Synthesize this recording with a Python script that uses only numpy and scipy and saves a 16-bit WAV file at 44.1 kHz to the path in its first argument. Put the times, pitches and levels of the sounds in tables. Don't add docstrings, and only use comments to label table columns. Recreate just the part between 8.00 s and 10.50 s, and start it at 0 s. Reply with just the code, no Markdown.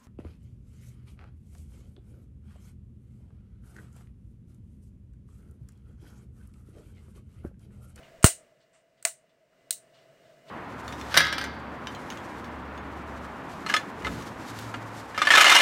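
import sys
import numpy as np
from scipy import signal
from scipy.fft import rfft, irfft, next_fast_len
from scipy.io import wavfile

SR = 44100
rng = np.random.default_rng(int(sys.argv[2]) if len(sys.argv) > 2 else 0)


def dump_mix(stems):
    frames = np.atleast_2d(stems).T
    limited = np.clip(frames, -1, 1)
    pcm = np.round(limited * 32767).astype(np.int16)
    wavfile.write(sys.argv[1], SR, pcm)


N = 110250

# centre_hz, width_hz, lift_db
RESONANCES = [(659.3, 57, 14.5), (2020, 60, 6.5), (2893, 140, 7.5), (6880, 36, 1.5), (7650, 250, 6),
              (8740, 540, 4.5), (9250, 120, 2.5), (3660, 43, 3.5), (6870, 39, 3)]
# frequency_hz, relative_db
HISS_SPECTRUM = [(25, -24.5), (60, -23.5), (100, -18.5), (135, -5.5), (180, -11.5), (300, -14), (480, -10),
                 (620, -9.5), (800, -22), (1700, -18), (2800, -24.5), (3400, -28.5), (5500, -30),
                 (9000, -37.5), (10400, -43), (15500, -39)]
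# time_s, level_db
HISS_ENVELOPE = [(0, -53.5), (.2, -56), (.44, -60.5), (.55, -65.5), (.85, -68), (1.2, -66.5), (1.48, -68),
                 (1.58, -63.5), (1.9, -61), (2.2, -59), (2.45, -59), (2.475, -52.5)]
# frequency_hz, relative_db
RUMBLE_SPECTRUM = [(20, -4), (45, -5), (70, 1.5), (110, -6), (250, -30), (1000, -70)]
# time_s, level_db
RUMBLE_ENVELOPE = [(0, -69), (.22, -64.5), (.35, -73.5), (.6, -94.5)]
# start_s, length_s, level_db, centre_hz
WIRE_MOVES = [(0.02, 0.13, -59.5, 2800), (0.598, 0.088, -70.5, 4487), (0.728, 0.11, -68, 8090),
              (0.729, 0.11, -68.5, 2260), (0.969, 0.1, -72.5, 4120), (1.292, 0.037, -70.5, 3787),
              (1.517, 0.066, -71.5, 1479), (1.928, 0.18, -64.5, 4210), (2.218, 0.22, -70.5, 4260),
              (2.479, .09, -54, 4000)]
# frequency_hz, relative_db
RUSTLE_SPECTRUM = [(100, 19), (1000, 18.5), (5000, 0), (6000, -3.5), (9200, -4), (10300, -53), (16000, -29)]
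# start_s, crack_db, tail_db, low_edge_hz, bass_db, treble_db, ring_hz, ring_lift_db
DISCHARGES = [(0.2279, -33.5, -50, 900, -19.5, -2.5, 7700, 2.5),
              (0.2322, -31, -53.5, 300, -18.5, -8, 7508, 4.5), (0.2428, -9.5, -13, 220, -13.5, -3, 2886, 4),
              (1.0258, -46.5, -59.5, 1200, -12, 0, 4000, 5.5),
              (1.0511, -14, -27.5, 479, -13, -4.5, 2110, 3), (1.7073, -16, -31.5, 2553, -22, 1, 3923, 8)]
# frequency_hz, relative_db
SNAP_SPECTRUM = [(25, -18), (100, -7), (400, 0), (900, -9.5), (1400, -4.5), (2700, -9), (3450, -14),
                 (4100, -7), (5000, -11), (6200, -4.5), (7600, -2.5), (9200, 0.5), (9800, -10.5),
                 (11800, -21), (13800, -12), (15700, -12.5)]
# centre_hz, t60_s
REVERB_TIMES = [(200, 0.072), (650, 0.14), (1300, 0.1), (4000, .18), (8500, .19), (15000, 0.14)]
# frequency_hz, relative_db
TAIL_SPECTRUM = [(100, -8.5), (500, -5.5), (1300, 1.5), (3000, -4.5), (6000, -4.5), (9000, -3.5),
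                 (15000, 3.5)]
# pitch_hz, level_db, t60_s
KNOCK_MODES = [(470, -11, .022), (1410, 1, 0.0085), (2970, -4.5, .009), (4200, -9, .008)]

RUSTLE_ATTACK_SHARE, RUSTLE_Q = .2, 2.1
CRACK_HOLD_S, CRACK_T60_S = .001, .018
WALL_ECHO_S, WALL_ECHO_DB = .019, 4
WALL_BURST_S, WALL_BURST_DB = .005, 3
TREBLE_SHELF_HZ, RING_Q = 11000, 4
BLAST_START_S, BLAST_RISE_S, BLAST_DB = .24313, .0011, 4.5
MIC_LOW_CUT_HZ, CLIP_LEVEL, HIGH_CUT_HZ = 82, .88, 15800

TIME = np.arange(N) / SR
FFT_SIZE = 2 * next_fast_len(N // 2 + 8192)
HZ = np.maximum(np.arange(FFT_SIZE // 2 + 1) * SR / FFT_SIZE, 1)


def from_db(db):
    return 10 ** (np.asarray(db) / 20)


def response(points):
    hz, db = np.transpose(points)
    return from_db(np.interp(np.log(HZ), np.log(hz), db))


def envelope(points):
    return from_db(np.interp(TIME, *np.transpose(points)))


def unit_power(gain):
    return gain / np.sqrt(np.mean(gain ** 2))


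def causal_filter(x, gain):
    cepstrum = irfft(np.log(gain + 1e-7))
    cepstrum[1:FFT_SIZE // 2] *= 2
    cepstrum[FFT_SIZE // 2 + 1:] = 0
    return irfft(rfft(x, FFT_SIZE) * np.exp(rfft(cepstrum)))[:N]


def resonance_gain():
    peaks = [1 + (from_db(db) - 1) / (1 + (2 * (HZ - hz) / width) ** 2) for hz, width, db in RESONANCES]
    return np.prod(peaks, axis=0)


def room_hiss():
    tone = unit_power(response(HISS_SPECTRUM) * resonance_gain())
    return envelope(HISS_ENVELOPE) * causal_filter(rng.standard_normal(N), tone)


def rumble():
    tone = unit_power(response(RUMBLE_SPECTRUM))
    return envelope(RUMBLE_ENVELOPE) * causal_filter(rng.standard_normal(N), tone)


def wire_rustles():
    out, tone = 0, response(RUSTLE_SPECTRUM) * resonance_gain()
    for start_s, length_s, level_db, centre_hz in WIRE_MOVES:
        detuning = HZ / centre_hz - centre_hz / HZ
        band = unit_power(tone / np.sqrt(1 + (RUSTLE_Q * detuning) ** 2))
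        friction = irfft(rfft(rng.standard_normal(FFT_SIZE)) * band)[:N]
        rise = np.maximum(TIME - start_s, 0) / (length_s * RUSTLE_ATTACK_SHARE)
        swell = (rise * np.exp(1 - rise)) ** .92
        out = out + from_db(level_db) * swell * friction
    return out


def crack():
    fronts = rng.choice([-1., 1.], N)
    return fronts * from_db(-60 * np.clip((TIME - CRACK_HOLD_S) / CRACK_T60_S, 0, 3))


def room_tail():
    out, spectrum = 0, rfft(rng.standard_normal(N), FFT_SIZE) * response(TAIL_SPECTRUM)
    centres_hz, t60s = np.transpose(REVERB_TIMES)
    for selector, t60_s in zip(np.eye(len(centres_hz)), t60s):
        band_gain = np.interp(np.log(HZ), np.log(centres_hz), selector)
        band = irfft(spectrum * band_gain)[:N]
        out = out + band * from_db(-60 * np.minimum(TIME / t60_s, 3))
    burst_db = WALL_BURST_DB * np.exp(-np.abs(TIME - WALL_ECHO_S) / WALL_BURST_S)
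    return out * from_db((WALL_ECHO_DB + burst_db) * (TIME > WALL_ECHO_S))


def sparks():
    out, tone = np.zeros(N), unit_power(response(SNAP_SPECTRUM) * resonance_gain())
    for start_s, crack_db, tail_db, low_edge_hz, bass_db, treble_db, ring_hz, lift_db in DISCHARGES:
        bass_shelf = HZ ** 4 / (HZ ** 4 + low_edge_hz ** 4) + from_db(bass_db)
        treble_shelf = from_db(treble_db / (1 + (TREBLE_SHELF_HZ / HZ) ** 6))
        detuning = HZ / ring_hz - ring_hz / HZ
        ring = from_db(lift_db / (1 + (RING_Q * detuning) ** 2))
        source = from_db(crack_db) * crack() + from_db(tail_db) * room_tail()
        snap = causal_filter(source, tone * bass_shelf * treble_shelf * ring)
        start = int(start_s * SR)
        out[start:] += snap[:N - start]
    return out


def blast():
    age_s = np.maximum(TIME - BLAST_START_S, 0)
    rise = np.minimum(age_s / BLAST_RISE_S, 20)
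    pulse = -from_db(BLAST_DB) * rise * np.exp(1 - rise)
    low_cut = signal.butter(3, MIC_LOW_CUT_HZ, "high", fs=SR, output="sos")
    thump = signal.sosfilt(low_cut, pulse)
    knock = sum(from_db(db - 60 * np.minimum(age_s / t60_s, 3)) * np.sin(2 * np.pi * hz * age_s)
                for hz, db, t60_s in KNOCK_MODES)
    return thump + knock


def scene():
    return (sparks() + blast() + wire_rustles() + room_hiss() + rumble())[None]


def record(dry):
    clipped = np.clip(dry, -CLIP_LEVEL, CLIP_LEVEL)
    high_cut = signal.ellip(12, .2, 80, HIGH_CUT_HZ, fs=SR, output="sos")
    return signal.sosfilt(high_cut, clipped)


dry = scene()
out = record(dry)
dump_mix(out)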